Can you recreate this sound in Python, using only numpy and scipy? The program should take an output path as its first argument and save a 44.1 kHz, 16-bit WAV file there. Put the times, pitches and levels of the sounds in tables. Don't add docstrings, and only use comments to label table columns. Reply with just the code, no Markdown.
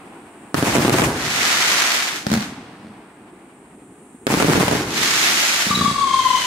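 import sys
import numpy as np
from scipy import signal
from scipy.fft import rfft, irfft, next_fast_len
from scipy.io import wavfile
from scipy.ndimage import uniform_filter1d, minimum_filter1d, map_coordinates

SR = 44100
rng = np.random.default_rng(int(sys.argv[2]) if len(sys.argv) > 2 else 0)


def wav_record(signal):
    frames = np.transpose(np.atleast_2d(signal))
    bounded = np.clip(frames, -1, 1)
    quanta = np.round(bounded * 32767).astype(np.int16)
    wavfile.write(sys.argv[1], SR, quanta)


N = 284886

# t/s, blast level/dB, casing crack level/dB, ground bounce lag/s; levels before trims
SINGLE_SHELLS = [(0.5436, 3, -6.5, 0.0067), (0.5805, -11, -23, 0.0062), (0.6261, -1, -17, 0.007),
                 (0.671, -9.5, -22, 0.0098), (0.7529, -4, -17, 0.0059), (0.7663, -4, -12, 0.0072),
                 (0.7825, -2, -18, 0.0078), (0.7963, -4.5, -28, 0.0082), (0.8195, -17, -26, 0.007),
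                 (0.8493, -3.5, -20, 0.0057), (0.8802, 3, -12, 0.0073), (0.8955, -0.5, -4, 0.0084),
                 (0.9205, -9, -25, 0.0069), (0.943, -2, -18, 0.0075), (0.9488, -5, -21, 0.0077),
                 (0.9848, -11, -15, 0.003), (0.9957, -7, -19, 0.0051), (1.0194, -2.5, -10, 0.0044),
                 (1.0303, -2, -26, .006), (4.268, -0.5, -7, 0.0075), (4.303, -11, -31, 0.0067),
                 (4.326, -8, -26, 0.0051), (4.3398, -2, -16, 0.0066), (4.3735, -8.5, -40, 0.0058),
                 (4.401, -6, -13, 0.0051), (4.4246, -3, -10, 0.0064), (4.4461, 0, -26, 0.0069),
                 (4.4665, -16, -30, 0.0071), (4.4843, -1.5, -39, .0066), (4.498, -4, -21, 0.0066),
                 (4.5258, -8, -27, 0.0081), (4.5338, -10, -13, 0.0083), (4.556, -5.5, -29, 0.0062),
                 (4.5776, -1, -24, 0.0064), (4.6055, -9, -19, 0.0051), (4.6287, -1.5, -18, 0.0063),
                 (4.681, -17, -15, 0.0049), (4.7132, -12, -19, 0.0074), (4.727, -8, -18, 0.0074),
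                 (4.7512, -9.5, -27, 0.0069), (4.768, -18, -35, 0.0068)]
# start t/s, end t/s
VOLLEYS = [(0.65, 0.95), (4.281, 4.66)]
WEAK_BLAST_DB, WEAK_CRACK_DB, WEAK_BOUNCE_S = -15.5, -24, 0.0059


def shells():
    weak = []
    for start, end in VOLLEYS:
        slots = rng.random(size=8)
        times = start + (end - start) * (np.arange(len(slots)) + slots) / len(slots)
        weak += [(s, WEAK_BLAST_DB, WEAK_CRACK_DB, WEAK_BOUNCE_S) for s in times]
    return SINGLE_SHELLS + weak


# f/Hz, level/dB per Hz
CRACK_SPECTRUM = [(100, -23), (400, 4), (900, 2), (2000, -2), (5000, -12.5), (10000, -15), (16000, -28)]
# f/Hz, level/dB per Hz
BURST_ECHO_SPECTRUM = [(25, -34), (70, -4.5), (140, 4.5), (280, -9.5), (450, -3.5), (800, -9.5),
                       (1600, -11.5), (4000, -35), (9000, -18.5), (16000, -19)]
BLAST_HZ, BLAST_SPREAD_OCT = 238, 0.35


def bursts(shots, ground_db=-2.5, blast_db=-0.5, crack_db=-0.5, echo_db=10.5, crack_life_s=0.0014):
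    out = np.zeros((2, N))
    t = np.arange(SR // 10) / SR
    tear_envelope = np.exp(-t / crack_life_s) + .15 * np.exp(-t / .018)
    for s, db, casing_db, bounce_s in shots:
        bearing, size = 2 * rng.random(2) - 1
        swing_hz = BLAST_HZ * 2 ** (BLAST_SPREAD_OCT * size)
        shock = blast(push_s=0.003, low_hz=swing_hz, damping=0.32, cut_hz=39)
        shock = peaked(dull(shock, edge_hz=1600))
        for ear, sign in zip(out, (1, -1)):
            tear = rng.standard_normal(len(t)) * tear_envelope
            crack = signal.fftconvolve(tear, click(CRACK_SPECTRUM))[:len(t)]
            bang = amp(db + blast_db) * shock + amp(crack_db + casing_db) * crack
            lag_s = sign * (bearing * .00018 + .00005)
            add(ear, s + lag_s, amp(-sign * 0.44) * bang)
            add(ear, s + bounce_s - lag_s, amp(ground_db + sign * 0.75) * dull(bang, edge_hz=1700))
        add(out, s, amp(db + echo_db) * field(BURST_ECHO_SPECTRUM, build_s=0.011))
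    return out


def blast(push_s, low_hz, damping, cut_hz):
    u = np.arange(SR // 10) / SR / push_s
    wave = swing((u - 1) * np.exp(-u), (1, 0, 0), low_hz, damping)
    return swing(wave, (1, 0, 0), cut_hz, damping=0.28)


# loudest t/s, half length/s, level/dB before trim
TEARING_SHELLS = [(.585, .008, -33), (.673, 0.025, -20), (.72, 0.031, -30), (.757, 0.015, -16),
                  (.835, 0.014, -30), (.938, 0.0065, -19), (.995, 0.019, -21), (1.042, 0.015, -14),
                  (4.315, 0.02, -22.5), (4.379, 0.0081, -31), (4.407, 0.016, -19), (4.535, .007, -26),
                  (4.553, 0.0086, -29), (4.616, 0.014, -22), (4.73, .008, -25), (4.752, 0.0098, -29)]
# f/Hz, level/dB per Hz
RIP_SPECTRUM = [(150, -15), (450, -7.5), (900, 2.5), (1500, -6.5), (2500, -1.5), (4000, -21), (7000, -9),
                (16000, -27)]


def rips(rip_db=-1):
    tearing = pops(rate_per_s=1200, spread_db=1.4, spectrum=RIP_SPECTRUM, wet=.25)
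    return amp(rip_db) * swells(TEARING_SHELLS) * tearing


# f/Hz, level/dB per Hz
SNAP_SPECTRUM = [(100, -42), (400, -12.5), (800, -8.5), (1300, -0.5), (2100, 1), (3200, -5), (6000, -7.5),
                 (16000, -28.5)]
# f/Hz, level/dB per Hz
FIZZ_SPECTRUM = [(500, -44), (1800, 0), (3500, 1), (5000, -1), (7000, -1.5), (8200, -8.5), (11000, -11),
                 (14000, -14), (16000, -57)]
FLARE_SNAP_DB, FLARE_FIZZ_DB, COMET_DB = -43, -47, -11
FLARE_S = 0.021
TRAIL_DB, TRAIL_GROWS_DB_PER_S, TRAIL_FULL_S = -21, 35, 6.6


def crackle(shots, stray_db=-18):
    snaps = pops(rate_per_s=2000, spread_db=1.8, spectrum=SNAP_SPECTRUM, wet=.3)
    fizz = pops(rate_per_s=3200, spread_db=1.1, spectrum=FIZZ_SPECTRUM, wet=.45)
    strays = pops(rate_per_s=75, spread_db=1.2, spectrum=FIZZ_SPECTRUM, wet=.15)
    clumps = amp(.5 * wobble(45) + .7 * wobble(160))
    cloud_snap, cloud_fizz = clouds()
    flare_power = firing(shots) + amp(COMET_DB) ** 2 * firing(LAUNCH_THUMPS)
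    flare = linger(flare_power, FLARE_S, FLARE_S)
    to_full_s = np.minimum(np.arange(N) / SR - TRAIL_FULL_S, 0)
    trail = during(CHORUS_LEVEL) * amp(TRAIL_DB + TRAIL_GROWS_DB_PER_S * to_full_s)
    snap_gain = np.linalg.norm([cloud_snap, amp(FLARE_SNAP_DB) * flare, trail], axis=0)
    fizz_gain = np.linalg.norm([cloud_fizz, amp(FLARE_FIZZ_DB) * flare, trail], axis=0)
    stray_gain = amp(stray_db) * np.minimum(amp(14.5) * fizz_gain, amp(-21) + .4 * fizz_gain)
    wide_fizz = fizz * amp([[-.6], [.6]])
    return clumps * (snap_gain * snaps + fizz_gain * wide_fizz + stray_gain * strays)


# densest t/s, rise/s, fall/s, snap level/dB, fizz level/dB, rise abruptness (exponent)
STAR_CLOUDS = [(1.7, 0.54, 0.5, -18, -22, 4), (5.301, 0.41, 0.54, -19.5, -19, 4.65)]
CLOUD_EDGE_DB, FALL_ABRUPTNESS = 15, 3.34


def clouds():
    t, snap, fizz = np.arange(N) / SR, 0, 0
    for s, rise_s, fall_s, snap_db, fizz_db, rise_abruptness in STAR_CLOUDS:
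        away = np.abs((t - s) / np.where(t < s, rise_s, fall_s))
        abruptness = np.where(t < s, rise_abruptness, FALL_ABRUPTNESS)
        swell = amp(-CLOUD_EDGE_DB * away ** abruptness)
        snap = snap + amp(snap_db) * swell
        fizz = fizz + amp(fizz_db) * swell
    return snap, fizz


def pops(rate_per_s, spread_db, spectrum, wet):
    count = int(rate_per_s * N / SR)
    when, bearing, height, size = rng.random((count, 4)).T
    gain = amp(spread_db * np.minimum(-np.log(1 - size), 4))
    bounce = SR * (.005 + .003 * height)
    train = np.zeros((2, N))
    for ear, sign in zip(train, (1, -1)):
        at = when * N + sign * bearing * SR * .0003 - sign * SR * .00014
        for delay, strength in ((0, 1), (bounce, .55)):
            strengths = strength * gain * amp(2 * rng.standard_normal(count))
            ear -= np.bincount((at + delay).astype(int) % N, strengths, N)
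    dry = unit(signal.fftconvolve(train - train.mean(), click(spectrum)[None], axes=1)[:, :N])
    return unit(dry + wet * diffuse(spectrum))


# t/s, thump level/dB, muzzle crack level/dB re thump, tube damping ratio; levels before trims
LAUNCH_THUMPS = [(2.2668, -5, -9, 0.2), (2.286, -17, -10, 0.1), (2.301, -11, -7, 0.092),
                 (2.3161, -2.5, -9, 0.066), (2.329, -7, -3.5, 0.068), (2.3384, -6.5, -3, .12),
                 (2.351, -8.5, -6.5, 0.083), (2.364, -7.5, -12, 0.057), (2.3734, -5.5, -9, 0.095),
                 (2.407, -16, -3.5, 0.11), (2.42, -20.5, -2, .12), (5.667, -11, -5, .08),
                 (5.705, -6, -11, 0.23), (5.726, -16, -12, .12), (5.7417, -12, -13, .12),
                 (5.757, -15, -10, 0.11), (5.774, -6, -11, 0.21), (5.7899, -10, -3, 0.13),
                 (5.8097, -4, -16, 0.23), (5.822, -8, -12, 0.14), (5.8435, -11, -16, .12),
                 (5.8471, -8, -12, .12), (5.8772, -8.5, -9, .13), (5.895, -19, -8, .1),
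                 (5.9114, -9, -14, .14), (5.925, -19.5, -10, .12)]
# f/Hz, level/dB per Hz
MUZZLE_SPECTRUM = [(200, -4), (450, 10.5), (1000, 3), (1800, 5.5), (2800, -7), (4300, 1), (6500, -6),
                   (8000, -8), (16000, -19)]
# f/Hz, level/dB per Hz
TUBE_ECHO_SPECTRUM = [(30, -31), (80, -11), (140, 1), (220, 0), (280, 1.5), (380, -18), (750, -12.5),
                      (2000, -18), (6000, -27)]
TUBE_HZ, WHISTLER_TUBE_HZ, WHISTLER_FAN_S = 212, 206, 5.6
COMET_RISE_S, SPIT_DB = 0.017, -51.5


def launches(thump_db=-7.5, crack_db=-5, echo_db=6):
    out = np.zeros((2, N))
    t = np.arange(SR // 4) / SR
    gas_envelope = .6 * np.exp(-t / .0022) + .16 * np.exp(-t / .008) + .03 * np.exp(-t / .045)
    for s, db, muzzle_db, damping in LAUNCH_THUMPS:
        tube_hz = TUBE_HZ if s < WHISTLER_FAN_S else WHISTLER_TUBE_HZ
        thump = blast(push_s=0.01, low_hz=tube_hz, damping=damping, cut_hz=77)
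        tube = peaked(swing(thump, (0, 0, 1), hz=420, damping=1.0))
        gas = rng.standard_normal((2, len(t))) * gas_envelope
        spurts = amp(1.2 * wobble(220)[:len(t)] - 1)
        spit = signal.fftconvolve(gas * spurts, click(MUZZLE_SPECTRUM)[None], axes=1)
        add(out, s, amp(db + thump_db) * tube)
        add(out, s, amp(db + muzzle_db + crack_db) * spit)
        add(out, s, amp(db + echo_db) * field(TUBE_ECHO_SPECTRUM, build_s=0.0051))
    sparks = pops(rate_per_s=380, spread_db=2.2, spectrum=SNAP_SPECTRUM, wet=.15)
    return out + amp(SPIT_DB) * linger(firing(LAUNCH_THUMPS), COMET_RISE_S, COMET_RISE_S) * sparks


# t/s, f/Hz
WHISTLE_PITCH = [(5.7, 1173), (5.87, 1136), (6.02, 1107), (6.17, 1062), (6.3, 1031), (6.46, 1008)]
# t/s, level/dB before each one's own level
CHORUS_LEVEL = [(5.69, -47), (5.712, -26), (5.77, -31), (5.815, -25.5), (5.862, -20), (5.935, -30),
                (6.01, -23.5), (6.19, -22), (6.37, -22.5), (6.46, -27.5)]
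# multiple of the pitch, level/dB (overtones before the brightening)
WHISTLE_PARTIALS = [(1, 1.5), (2, -9.5), (3, -5), (4, -17), (6, -17)]
# pitch ratio, level/dB
WHISTLER_TUNINGS = [(.979, -4.5), (.996, -5.5), (1.017, -5), (1.04, -11)]
# t/s, level/dB
EXHAUST_LEVEL = [(5.69, -40), (5.85, -28.5), (6.07, -31), (6.12, -27.5), (6.2, -28.5), (6.35, -30),
                 (6.46, -30.5)]
# f/Hz, level/dB per Hz
EXHAUST_SPECTRUM = [(1300, -4.5), (1550, 1.5), (2300, -11), (2600, 4), (2850, -16), (3250, 1), (3620, 6),
                    (3900, 1), (4300, 3.5), (5000, -5), (6150, -3), (6700, -15), (7200, -1), (7900, -9.5),
                    (9200, -9), (14000, -40)]
# t/s, half length/s, level/dB
NEAREST_SURGES = [(5.714, 0.0039, -11), (5.732, 0.012, -14), (5.817, 0.0038, -12), (5.843, 0.0074, -17),
                  (5.862, 0.008, -7), (5.887, 0.01, -17.5), (5.904, 0.0064, -14), (5.962, 0.0069, -12.5),
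                  (5.992, .011, -11.5), (6.02, .011, -11), (6.045, 0.014, -10.5), (6.082, 0.0082, -17),
                  (6.112, 0.0063, -13), (6.143, 0.0058, -7.5), (6.167, 0.012, -10), (6.197, .009, -6),
                  (6.218, 0.0079, -10), (6.265, 0.015, -8.5), (6.31, 0.0095, -8), (6.335, 0.0068, -16),
                  (6.355, 0.012, -9), (6.375, 0.0047, -12), (6.43, 0.0086, -24)]
# t/s, half length/s, level/dB
THIN_CHIRPS = [(5.702, .006, -25), (5.756, .009, -20), (5.785, .01, -20), (5.815, .007, -28)]
EXHAUST_PITCH_HZ = 1050
OVERTONE_DB, BRIGHTENS_DB_PER_S = -5.5, 6.5
SURGE_SCATTER, CHIRP_HZ, CHIRP_RASP = .012, 3900, .016


def whistlers(burn_db=0, exhaust_db=0, surge_db=0, right_db=-7):
    (hz,), (db,), (jet_db,) = curves(WHISTLE_PITCH), curves(CHORUS_LEVEL), curves(EXHAUST_LEVEL)
    age_s = np.maximum(np.arange(N) / SR - CHORUS_LEVEL[0][0], 0)
    harsh_db = OVERTONE_DB + BRIGHTENS_DB_PER_S * age_s
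    burn = during(CHORUS_LEVEL) * amp(db + burn_db)
    chorus = 0
    for ratio, level_db in WHISTLER_TUNINGS:
        whistle = burn * amp(level_db) * pipe(ratio * hz, WHISTLE_PARTIALS, harsh_db)
        chorus = chorus + many_paths(whistle, share=.8)
    shaken_hz = hz * (1 + SURGE_SCATTER * wobble(60) + FLUTTER * wobble(300))
    phase = 2 * np.pi * np.cumsum(shaken_hz) / SR
    nearest = many_paths(amp(surge_db) * swells(NEAREST_SURGES) * np.sin(phase), share=.2)
    slide = np.cumsum(hz / EXHAUST_PITCH_HZ) % (N - 1)
    jet = np.array([map_coordinates(ear, [slide]) for ear in diffuse(EXHAUST_SPECTRUM)])
    exhaust = during(EXHAUST_LEVEL) * amp(jet_db + exhaust_db) * jet
    rasp = amp(1.5 * wobble(160))
    chirp = pipe(CHIRP_HZ * (1 + CHIRP_RASP * wobble(500)), [(1, 0)], 0)
    thin = many_paths(swells(THIN_CHIRPS) * chirp, share=.5)
    tones = nearest * amp([[0], [right_db]]) + chorus * amp([[0], [-2.5]])
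    return tones + (rasp * exhaust + thin) * amp([[1], [-2]])


FLUTTER, DRIFT = .009, .006
SPUTTER_DB, SPUTTER_PER_S = 2.5, 130
OVERTONE_BLUR_RAD, BLUR_PER_S, OVERTONE_FLICKER_DB = .5, 300, 3.2


def pipe(hz, tone, overtone_db):
    shaken_hz = hz * (1 + FLUTTER * wobble(250) + DRIFT * wobble(14))
    phase = 2 * np.pi * (rng.random() + np.cumsum(shaken_hz) / SR)
    flicker_db = OVERTONE_FLICKER_DB * wobble(BLUR_PER_S / 2)
    blur = OVERTONE_BLUR_RAD * wobble(BLUR_PER_S)
    partials = 0
    for k, db in tone:
        gain = amp(db + (k > 1) * overtone_db + np.log(k) * flicker_db)
        partials = partials + gain * np.sin(k * phase + np.log(k) * blur)
    return partials * amp(SPUTTER_DB * wobble(SPUTTER_PER_S))


# t/s, peak level/dB before trim
FAR_THUDS = [(2.522, -16), (2.585, -16), (3.474, -25), (4.144, -17)]


def thuds(thud_db=-15.0):
    out = np.zeros((2, N))
    for s, db in FAR_THUDS:
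        report = blast(push_s=0.001, low_hz=254, damping=0.098, cut_hz=220)
        add(out, s, amp(db + thud_db) * peaked(swing(report, (0, 0, 1), hz=500, damping=0.98)))
    return out


FAR_BANK_S, FAR_BANK_DB = 0.53, -23.5


def far_bank(sound):
    out = np.zeros((2, N))
    returned = many_paths(dull(sound.mean(axis=0), edge_hz=2000), share=0.093)
    add(out, FAR_BANK_S, amp(FAR_BANK_DB) * returned)
    return out


# f/Hz, level/dB per Hz
RUMBLE_SPECTRUM = [(20, -39), (50, -12.5), (100, -9), (190, 0.5), (310, 4), (450, -2.5), (700, -25),
                   (2000, -59)]
# f/Hz, level/dB per Hz
WASH_SPECTRUM = [(200, -31), (450, -11), (750, 1.5), (1400, -6), (2500, -10.5), (4000, -22.5),
                 (8000, -35.5)]
# f/Hz, level/dB per Hz
HISS_SPECTRUM = [(100, -10), (3000, -46), (5500, -18), (7000, -2.5), (8500, 7), (10000, 0), (12000, -12),
                 (16000, -56)]
# t/s, level/dB
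NIGHT_LEVEL = [(0, -57.5), (0.53, -56), (2.7, -62.5), (3.3, -61), (4.25, -54.5)]
ECHO_RISE_S, NEAR_FADE_S, FAR_FADE_S = 0.014, 0.15, 0.77
EARLIER_RUMBLE_DB, EARLIER_WASH_DB = -45, -44


def land(shots, near_db=-44.5, far_db=-50.0, shell_wash_db=-48, star_wash_db=-14.5, far_wash_db=-22,
         low_floor_db=9):
    rate = firing(shots)
    star_power = clouds()[0] ** 2
    near = linger(rate, ECHO_RISE_S, NEAR_FADE_S)
    far = linger(rate, ECHO_RISE_S, FAR_FADE_S)
    earlier = np.sqrt(np.exp(-np.arange(N) / SR / FAR_FADE_S))
    night = amp(curves(NIGHT_LEVEL)[0])
    rumble = np.linalg.norm([amp(near_db) * near, amp(far_db) * far,
                             amp(EARLIER_RUMBLE_DB) * earlier, amp(low_floor_db) * night], axis=0)
    wash = np.linalg.norm([amp(shell_wash_db) * near, amp(star_wash_db) * linger(star_power, 0.006),
                           amp(far_wash_db) * linger(star_power, FAR_FADE_S),
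                           amp(EARLIER_WASH_DB) * earlier], axis=0)
    lumpy_rumble = rumble * amp(1.8 * wobble(22)) * diffuse(RUMBLE_SPECTRUM)
    lumpy_wash = wash * amp(wobble(35)) * diffuse(WASH_SPECTRUM)
    return lumpy_rumble + lumpy_wash + night * diffuse(HISS_SPECTRUM)


def many_paths(x, share):
    t = np.arange(SR // 12) / SR
    paths = rng.standard_normal((2, len(t))) * np.exp(-t / 0.16)
    return x + share * signal.fftconvolve(x[None], paths / np.linalg.norm(paths[0]), axes=1)[:, :N]


# f/Hz, t60/s
FIELD_T60 = [(100, 1.3), (400, 0.81), (1500, 1.63), (5000, 1.43), (14000, 0.24)]


def field(spectrum, build_s):
    hz, t, z = signal.stft(diffuse(spectrum, size=SR), SR, nperseg=256)
    decay = amp(-60 * t / along(FIELD_T60, hz)[:, None])
    tail = signal.istft(z * decay * (1 - np.exp(-t / build_s)), SR, nperseg=256)[1]
    return tail / np.linalg.norm(tail[0])


# f/Hz, correlation
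EAR_LIKENESS = [(100, 1), (250, 1), (500, 0.94), (1000, 0.72), (2000, 0.16), (7000, 0.084), (8400, 0.6),
                (11000, 0.1)]


def diffuse(spectrum, size=N):
    m = next_fast_len(size, True)
    hz = np.fft.rfftfreq(m, 1 / SR)
    turn = np.arccos(np.clip(along(EAR_LIKENESS, hz), -1, 1)) / 2
    noise = rfft(rng.standard_normal((2, m))) * amp(along(spectrum, hz))
    mid, side = irfft(noise * [np.cos(turn), np.sin(turn)], m)[:, :size]
    return unit(np.array([mid + side, mid - side]))


def click(spectrum, size=1024):
    cepstrum = irfft(np.log(amp(along(spectrum, np.fft.rfftfreq(size, 1 / SR)))))
    cepstrum[1:size // 2] *= 2
    cepstrum[size // 2 + 1:] = 0
    return peaked(irfft(np.exp(rfft(cepstrum))))


def swing(x, top, hz, damping):
    w = 2 * np.pi * hz
    b, a = signal.bilinear(np.multiply(top, [1, w, w * w]), [1, 2 * abs(damping) * w, w * w], SR)
    return signal.lfilter(b, a, x)


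def dull(x, edge_hz):
    return signal.lfilter(*signal.butter(1, min(edge_hz, SR / 2 - 1), fs=SR), x)


def firing(shots):
    return SR * np.bincount([round(row[0] * SR) for row in shots], minlength=N)[:N].astype(float)


def linger(power, *lags_s):
    for lag_s in lags_s:
        keep = np.exp(-1 / (SR * abs(lag_s)))
        power = signal.lfilter([1 - keep], [1, -keep], power)
    return np.sqrt(power)


def swells(rows):
    t = np.arange(N) / SR
    return sum(amp(db) * np.exp(-np.minimum(((t - s) / half_s) ** 2, 60)) for s, half_s, db in rows)


def wobble(rate_per_s):
    at = np.arange(0, N + 16, 16)
    knots = rng.standard_normal(int(N * rate_per_s / SR) + 4)
    return np.interp(np.arange(N), at, map_coordinates(knots, [at * rate_per_s / SR]))


def curves(rows):
    s, *cols = np.transpose(rows)
    return [np.interp(np.arange(N) / SR, s, c) for c in cols]


def during(rows):
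    t = np.arange(N) / SR
    return uniform_filter1d(1.0 * ((t >= rows[0][0]) & (t <= rows[-1][0])), size=256)


def along(points, hz):
    f, v = np.transpose(points)
    return np.interp(np.log(hz + 1), np.log(f + 1), v)


def add(track, s, sound):
    part = track[..., max(round(s * SR), 0):][..., :sound.shape[-1]]
    part += sound[..., :part.shape[-1]]


def amp(db):
    return 10 ** (np.asarray(db) / 20)


def unit(x):
    return x / np.sqrt(np.mean(x ** 2) + 1e-20)


def peaked(x):
    return x / np.abs(x).max()


def scene():
    shots = shells()
    bangs = bursts(shots) + launches()
    return bangs + rips() + crackle(shots) + whistlers() + thuds() + far_bank(bangs) + land(shots)


LIMIT_DB, TOP_HZ = -7, 15700


def record(dry):
    level = np.sqrt(np.abs(uniform_filter1d(np.max(dry ** 2, axis=0), size=64)) + 1e-12)
    needed = minimum_filter1d(np.minimum(1, amp(LIMIT_DB) / level), size=800, origin=340)
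    ducked = dry * uniform_filter1d(needed, size=128)
    held = ducked / (1 + np.abs(ducked / .97) ** 6) ** (1 / 6)
    m = next_fast_len(N + SR // 2)
    return irfft(rfft(held, m) * (np.fft.rfftfreq(m, 1 / SR) < TOP_HZ), m)[:, :N]


dry = scene()
out = record(dry)
wav_record(out)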